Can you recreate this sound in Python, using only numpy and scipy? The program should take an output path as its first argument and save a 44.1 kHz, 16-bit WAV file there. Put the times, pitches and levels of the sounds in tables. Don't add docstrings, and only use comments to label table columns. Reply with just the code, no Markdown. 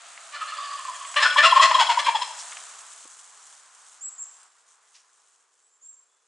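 import sys
import numpy as np
from scipy import signal
from scipy.fft import rfft, irfft, next_fast_len
from scipy.io import wavfile

SR = 44100
rng = np.random.default_rng(int(sys.argv[2]) if len(sys.argv) > 2 else 0)


def unload_audio(sound):
    columns = np.transpose(np.atleast_2d(sound))
    steps = np.round(np.clip(columns, -1, 1) * 32767)
    wavfile.write(sys.argv[1], SR, steps.astype(np.int16))


N = 276507
TIME = np.arange(N) / SR


def undb(db):
    return 10 ** (np.asarray(db) / 20)


def unit(x):
    return x / np.sqrt(np.mean(x ** 2) + 1e-20)


def curve(rows):
    return np.interp(TIME, *np.transpose(rows))


def add(track, start, sound):
    i = int(start * SR)
    track[i:i + len(sound)] += sound[:N - i]


def colour(x, points):
    hz, db = np.transpose(points)
    size = next_fast_len(x.shape[-1])
    f = np.fft.rfftfreq(size, 1 / SR) + 1
    gain = undb(np.interp(np.log(f), np.log(hz), db))
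    return irfft(rfft(x, size) * gain, size)[..., :x.shape[-1]]


def resonate(x, hz, width_hz):
    return signal.lfilter(*signal.iirpeak(hz, hz / width_hz, fs=SR), x)


def walk(rate, size=N):
    at = np.arange(size) * rate / SR
    steps = np.random.default_rng(rng.integers(2 ** 31)).standard_normal(int(at[-1]) + 2)
    return np.interp(at, np.arange(len(steps)), steps)


def swell(length, edge, lean=1):
    u = np.linspace(0, 1, int(length * SR))
    return u, np.abs(np.sin(np.pi * u ** lean)) ** edge


def spread(mid, side, side_db):
    return mid + undb(side_db) * side * np.array([[1], [-1]])


def near_gobble():
    # centre in seconds, length in seconds, pitch in Hz, level in dB before the mix.
    hoot_notes = [(1.176, .026, 2942, -21), (1.186, 0.033, 1771, -21.5), (1.236, 0.029, 1746, -16.5),
                  (1.264, .034, 1486, -15.5), (1.366, .012, 1036, -13.5), (1.40, 0.04, 1788, -15),
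                  (1.448, 0.031, 1307, -11), (1.461, .027, 2761, -13.5), (1.470, .039, 1075, -15.5),
                  (1.530, .016, 1015, -8.5), (1.573, 0.028, 1050, -8.5), (1.607, .022, 1089, -7),
                  (1.642, 0.044, 1938, -21), (1.655, 0.038, 1051, -12.5), (1.719, .015, 998, -13),
                  (1.755, 0.023, 1057, -13), (1.796, .033, 991, -16), (1.818, 0.027, 909, -15),
                  (1.906, 0.038, 930, -14.5), (1.980, 0.015, 976, -14.5), (2.073, .011, 992, -19.5),
                  (2.090, 0.017, 929, -12.5), (2.156, .022, 883, -17.5), (2.226, 0.027, 989, -25)]
    # centre in seconds, length in seconds, pitch in Hz at mid note,
    # level in dB before the mix, treble tilt in dB reached at 5 kHz.
    rasp_notes = [(1.181, .048, 598, -16.5, -7), (1.211, .04, 541, -21.5, -3), (1.238, .044, 432, -17, 2),
                  (1.266, .042, 256.6, -20, -3), (1.335, .05, 577, -28.5, -1.5),
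                  (1.392, .056, 593, -14.5, -4), (1.446, .05, 660.2, -14, -1.5),
                  (1.468, .044, 673.5, -16, 2), (1.505, .05, 665.7, -29.5, 0),
                  (1.574, .05, 586.6, -20, -1.5), (1.640, .072, 649.5, -14, 2),
                  (1.714, .026, 607, -22, -6.5), (1.761, .036, 624, -24, 1), (1.816, .06, 694, -16.5, 2),
                  (1.913, .049, 708.7, -20.5, 1), (2.0, .04, 599, -22.5, 3.5), (2.081, .06, 557.5, -22, 1),
                  (2.163, .04, 641, -23.5, 3.5), (2.228, .026, 998, -27.5, 7)]
    # centre in seconds, level in dB before the tone's own.
    squeak_times = [(1.310, -27.5), (1.376, -24), (1.517, -22.5), (1.602, -22.5), (1.751, -21),
                    (1.875, -28), (1.995, -32), (2.053, -31.5), (2.165, -38.5), (2.222, -33.5)]
    # pitch in Hz, level in dB in the first squeak, gain in dB per second.
    squeak_tones = [(3246, 2, -2), (3960, -11.5, 12), (5150, -20, 18)]
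    squeak_s = .018
    first = squeak_times[0][0]
    squeaks = []
    for t, db in squeak_times:
        for hz, tone_db, gain in squeak_tones:
            squeaks.append((t, squeak_s, hz, db + tone_db + gain * (t - first)))
    return hoots(hoot_notes + squeaks) + rasps(rasp_notes)


def hoots(rows, waver=0.035, arch=0.063, fall=.05, second_db=-29, third_db=-23):
    out = np.zeros(N)
    for t, length, hz, db in rows:
        u, env = swell(length, edge=0.86, lean=0.85)
        pitch = hz * (1 + arch * (env - .8) - fall * (u - .5) + waver * walk(400, len(u)))
        phase = 2 * np.pi * np.cumsum(pitch) / SR
        second = undb(second_db) * np.sin(2 * phase)
        third = undb(third_db) * np.sin(np.pi + phase * 3)
        tone = np.sin(phase) + second + third
        add(out, t - length / 2, undb(db) * env * unit(tone))
    return out


def rasps(rows, jitter=0.12, shimmer_db=6, limp=0.33, throat_width_hz=170, ring_lift_db=6, ring_width_hz=130):
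    # frequency in Hz, level in dB.
    throat = [(180, -94.5), (300, -59.5), (595, -13.5), (789, -15.5), (1060, 1), (1430, -10), (1590, -4.5),
              (1760, -4.5), (2140, -8.5), (2710, -7.5), (3390, -10), (5970, -23), (7130, -25),
              (10500, -40.5), (13600, -69), (22000, -120)]
    # centre in Hz, width in Hz, lift in dB.
    windpipe = [(400, 120, -4), (660, 130, 2), (1470, 200, -1), (2250, 200, -4), (3400, 200, 2),
                (3780, 220, -6), (4130, 200, 4), (4650, 300, -4), (5150, 170, 8), (5950, 500, -4),
                (7250, 400, 5), (8500, 1200, 5)]
    throat_hz = 3300
    rise = .07
    out = np.zeros(N)
    span = rows[0][0], rows[-1][0]
    for t, length, pitch_hz, db, treble_db in rows:
        rough = np.interp(t, span, (.42, .76))
        lift_db = np.interp(t, span, (-0.5, 10.5))
        u, env = swell(length, edge=1.4, lean=0.82)
        pitch = pitch_hz * (1 + rise * (u - .5)) * (1 + jitter * rough * walk(500, len(u)))
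        turns = np.cumsum(pitch) / SR
        slaps = np.sinc((turns % 1 - .5) * SR / pitch / 2)
        slaps *= undb(shimmer_db * rough * np.tanh(walk(450, len(u))))
        slaps *= 1 + limp * np.sin(np.pi * turns)
        breath = walk(SR, len(u)) * np.exp(-2 * ((turns - .5) % 1))
        voice = colour(unit(slaps - slaps.mean()) + .5 * rough * unit(breath), throat)
        voice = colour(voice, [(3300, 0.0019), (5000, treble_db)])
        chance = [(hz, ring_width_hz, ring_lift_db) for hz in rng.uniform(2000, 7500, size=4)]
        for hz, width_hz, ring_db in windpipe + chance + [(throat_hz, throat_width_hz, lift_db)]:
            voice = voice + (undb(ring_db) - 1) * resonate(voice, hz, width_hz)
        for hz in (1100, 1400, 1800, 2300, 2800, 3400, 4200, 5200):
            voice = voice - 2 * resonate(voice, hz, 300)
        add(out, t - length / 2, undb(db) * env * unit(voice))
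    return out


def far_gobble(count=11):
    # centre in seconds, level in dB before the mix.
    far_notes = [(0.368, -34.5), (.418, -30), (.475, -37.5), (0.529, -36.5), (.59, -29.5), (.645, -36.5),
                 (.716, -31), (0.796, -34.5), (0.857, -32.5), (.888, -30.5), (1.017, -34)]
    begin_s, hoot_s = .352, 0.017
    start_hz, end_hz, sag_s = 1420, 1045, .2
    scatter = .022
    rasps_per_s, rasp_s, rasp_hz = 13.5, .07, 593.4
    rasp_db, fade_db_per_s = -35, 13
    treble_db, dulling_db_per_s = -1.5, 8
    notes = []
    for t, db in far_notes:
        sagging_hz = end_hz + (start_hz - end_hz) * np.exp((begin_s - t) / sag_s)
        notes.append((t, hoot_s, sagging_hz * (1 + scatter * rng.standard_normal()), db))
    rattle = []
    for age in np.arange(count) / rasps_per_s:
        level_db = rasp_db - fade_db_per_s * age
        rattle.append((begin_s + age, rasp_s, rasp_hz, level_db, treble_db - dulling_db_per_s * age))
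    return hoots(notes) + rasps(rattle) + far_whistles(begin_s)


def far_whistles(begin_s, count=12, span_s=.36, length_s=.028, level_db=-44.5):
    times = begin_s + np.linspace(0, span_s, count)
    pitches = rng.uniform(2500, 5000, size=count)
    return hoots([(t, length_s, hz, level_db) for t, hz in zip(times, pitches)])


def woods(x, t60, first_s, near_db, near_t60, side_db, grain=0.67):
    age = TIME[:2 * SR]
    echoes = rng.standard_normal((2, len(age)))
    echoes = echoes * np.exp(grain * rng.standard_normal(len(age)))
    deep = colour(echoes, [(300, 1.0), (650, 7.0), (900, -5.5), (1150, 0), (1500, 2.5),
                           (3500, -1.5), (5200, 3.5), (10000, -5.5)])
    deep = deep * undb(-60 * age / t60)
    trunks = echoes * undb(near_db - 60 * age / near_t60)
    response = (deep + trunks) * np.clip(age / first_s - .5, 0, 1)
    response /= np.sqrt(np.sum(response[0] ** 2))
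    mid, side = signal.fftconvolve(x[None], response, axes=1)[:, :N]
    return spread(mid, colour(side, [(4500, 0), (7500, 5)]), side_db)


def leaves(crackle_db=3, flutter_db=1.0):
    # frequency in Hz, level in dB.
    rustle_colour = [(1500, -32.5), (3000, -9), (5000, -11), (6200, -2.5), (7300, 0), (8600, -2.5),
                     (9500, -9.5), (11000, -14)]
    grains = rng.standard_normal((2, N)) * undb(crackle_db * walk(900) + flutter_db * walk(35))
    return spread(*unit(colour(grains, rustle_colour)), side_db=-12.0) * stirring()


def stirring():
    # centre in seconds, length in seconds, peak level in dB.
    flurries = [(3.519, 0.18, -53.5), (3.88, 0.3, -54.5), (4.373, 0.27, -59), (4.717, .1, -59.5),
                (4.94, 0.19, -62.5), (5.249, 0.43, -64.5), (5.6, 0.098, -69), (5.88, .2, -71)]
    stir_s, settle_s = 1.12, 2.427
    full_db, rest_db = -42, -71
    stir_db_per_s, settle_db_per_s = 8.5, 10.5
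    db = full_db - stir_db_per_s * np.maximum(stir_s - TIME, 0)
    db = db - settle_db_per_s * np.maximum(TIME - settle_s, 0)
    power = undb(db) ** 2 + undb(rest_db) ** 2
    for t, length, flurry_db in flurries:
        _, env = swell(length, edge=0.6)
        add(power, t - length / 2, (undb(flurry_db) * env) ** 2)
    return np.sqrt(power)


def snaps():
    # start in seconds, level in dB before the colouring, centre in Hz, time to fall 60 dB in seconds.
    cracks = [(0.176, -33, 2060, 0.023), (1.047, -33, 2610, 0.059), (1.141, -26.5, 1680, 0.03),
              (1.343, -29, 8100, 0.032), (2.386, -26.5, 5900, 0.13), (2.521, -29, 2240, 0.046),
              (2.569, -21, 2210, 0.015), (3.465, -39, 8000, 0.043), (3.532, -41, 8500, 0.041),
              (4.430, -38.5, 8600, 0.032), (4.937, -45.5, 5600, 0.34), (4.94, -54.5, 2700, 0.27)]
    out = np.zeros(N)
    age = TIME[:SR // 4]
    for t, db, hz, t60 in cracks:
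        crack = unit(resonate(rng.standard_normal(len(age)), hz, hz * 0.33))
        attack = np.minimum(age / t60 * 20, 1)
        add(out, t, undb(db - 60 * age / t60) * attack * crack)
    return colour(out, [(100, -44.5), (400, -17), (900, 2.0), (11000, -8.5)])


def thuds():
    # centre in seconds, length in seconds, level in dB at the peak of the swell, centre in Hz.
    puffs = [(1.144, 0.027, -71, 109.5), (1.34, 0.037, -63, 76.1), (1.462, .07, -71, 118),
             (1.599, 0.062, -66, 110), (2.011, 0.033, -63, 183), (3.056, .018, -51, 540)]
    out = np.zeros(N)
    for t, length, db, hz in puffs:
        u, env = swell(length, edge=2)
        puff = resonate(resonate(walk(SR, len(u)), hz, hz * 1.5), hz, hz * 1.5)
        add(out, t - length / 2, undb(db) * env * unit(puff))
    return out


def peeps(scoop=.14, rise_s=0.016, drop=0.31, drop_s=0.0043):
    # start in seconds, length in seconds, top pitch in Hz, level in dB before the echoes.
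    bird_notes = [(1.048, .07, 7980, -45), (4.007, 0.083, 7760, -36.5), (4.179, 0.055, 7790, -36.5),
                  (5.61, 0.093, 7970, -66.5), (5.702, 0.072, 7500, -66.5), (5.812, 0.13, 7520, -48.5),
                  (6.061, 0.15, 3460, -80)]
    out = np.zeros(N)
    for t, length, hz, db in bird_notes:
        u, env = swell(length, edge=0.65)
        scooping = scoop * np.exp(-u * length / rise_s)
        dropping = drop * np.exp((u - 1) * length / drop_s)
        pitch = hz * (1 - scooping - dropping + 0.003 * walk(284, len(u)))
        add(out, t, undb(db) * env * unit(np.sin(2 * np.pi * np.cumsum(pitch) / SR)))
    return out


def air():
    # time in seconds, level in dB.
    air_level = [(0, -50), (.3, -49), (2.6, -47.5), (3.15, -56.5), (4.47, -60.5), (4.5, -65), (5.05, -67.5),
                 (5.7, -73.5), (6.27, -73.5)]
    # frequency in Hz, level in dB.
    early_colour = [(40, -42), (250, -33), (420, -28.5), (540, -19.5), (680, -4), (850, -13), (1250, -3),
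                    (1500, -8), (2200, -11.5), (3400, -13.5), (4700, -15), (6500, -28), (11000, -62.5)]
    # frequency in Hz, level in dB.
    late_colour = [(18, -67), (30, -47.5), (102, -30.5), (141, -31), (213, -26.5), (376, -24.5),
                   (438, -12.5), (500, -16), (663, -5.5), (940, -1), (1050, 3.5), (1450, 0.5), (2110, -6.5),
                   (3630, -13), (5500, -10), (7150, -50), (12100, -120)]
    early = unit(colour(rng.standard_normal((2, N)), early_colour))
    late = unit(colour(rng.standard_normal((2, N)), late_colour))
    share = curve([(2.0, 0), (3.1, 1)])
    rush = np.sqrt(1 - share) * early + np.sqrt(share) * late
    return spread(*rush, side_db=-10) * undb(curve(air_level) + .6 * walk(20))


def hush():
    hz, width_hz, level_db = 450, 240, -85
    sides = []
    for noise in rng.standard_normal((2, N)):
        sides.append(unit(resonate(resonate(noise, hz, width_hz), hz, width_hz)))
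    return undb(level_db) * spread(*sides, side_db=-8)


def place(x, pan_db):
    return x * undb(np.array([[pan_db], [-pan_db]]) / 2)


def scene():
    near = near_gobble()
    far = far_gobble()
    song = peeps()
    near_echo = woods(near, t60=0.9, first_s=0.018, near_db=15.0, near_t60=0.096, side_db=-11)
    near = undb(-1.0) * near + undb(-9) * near_echo
    far = colour(far, [(550, -10.0), (1000, 4.0), (2000, 0.0), (3000, -0.5), (5000, 1.5), (8000, 2.0)])
    far_echo = woods(far, t60=1.8, first_s=0.0043, near_db=5, near_t60=0.2, side_db=-14.5)
    far = undb(-4.0) * far + undb(-2.5) * far_echo
    song_echo = woods(song, t60=0.54, first_s=.012, near_db=12.5, near_t60=0.065, side_db=-19.5)
    song = song + undb(-0.5) * song_echo
    birds = place(near, pan_db=2.0) + place(far + song, pan_db=-0.66)
    return birds + snaps() + thuds() + air() + hush() + leaves()


def record(dry):
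    top_hz = 10950
    held = dry / (1 + (dry / .9) ** 8) ** (1 / 8)
    return signal.sosfilt(signal.ellip(12, .2, 80, top_hz, fs=SR, output="sos"), held)


dry = scene()
out = record(dry)
unload_audio(out)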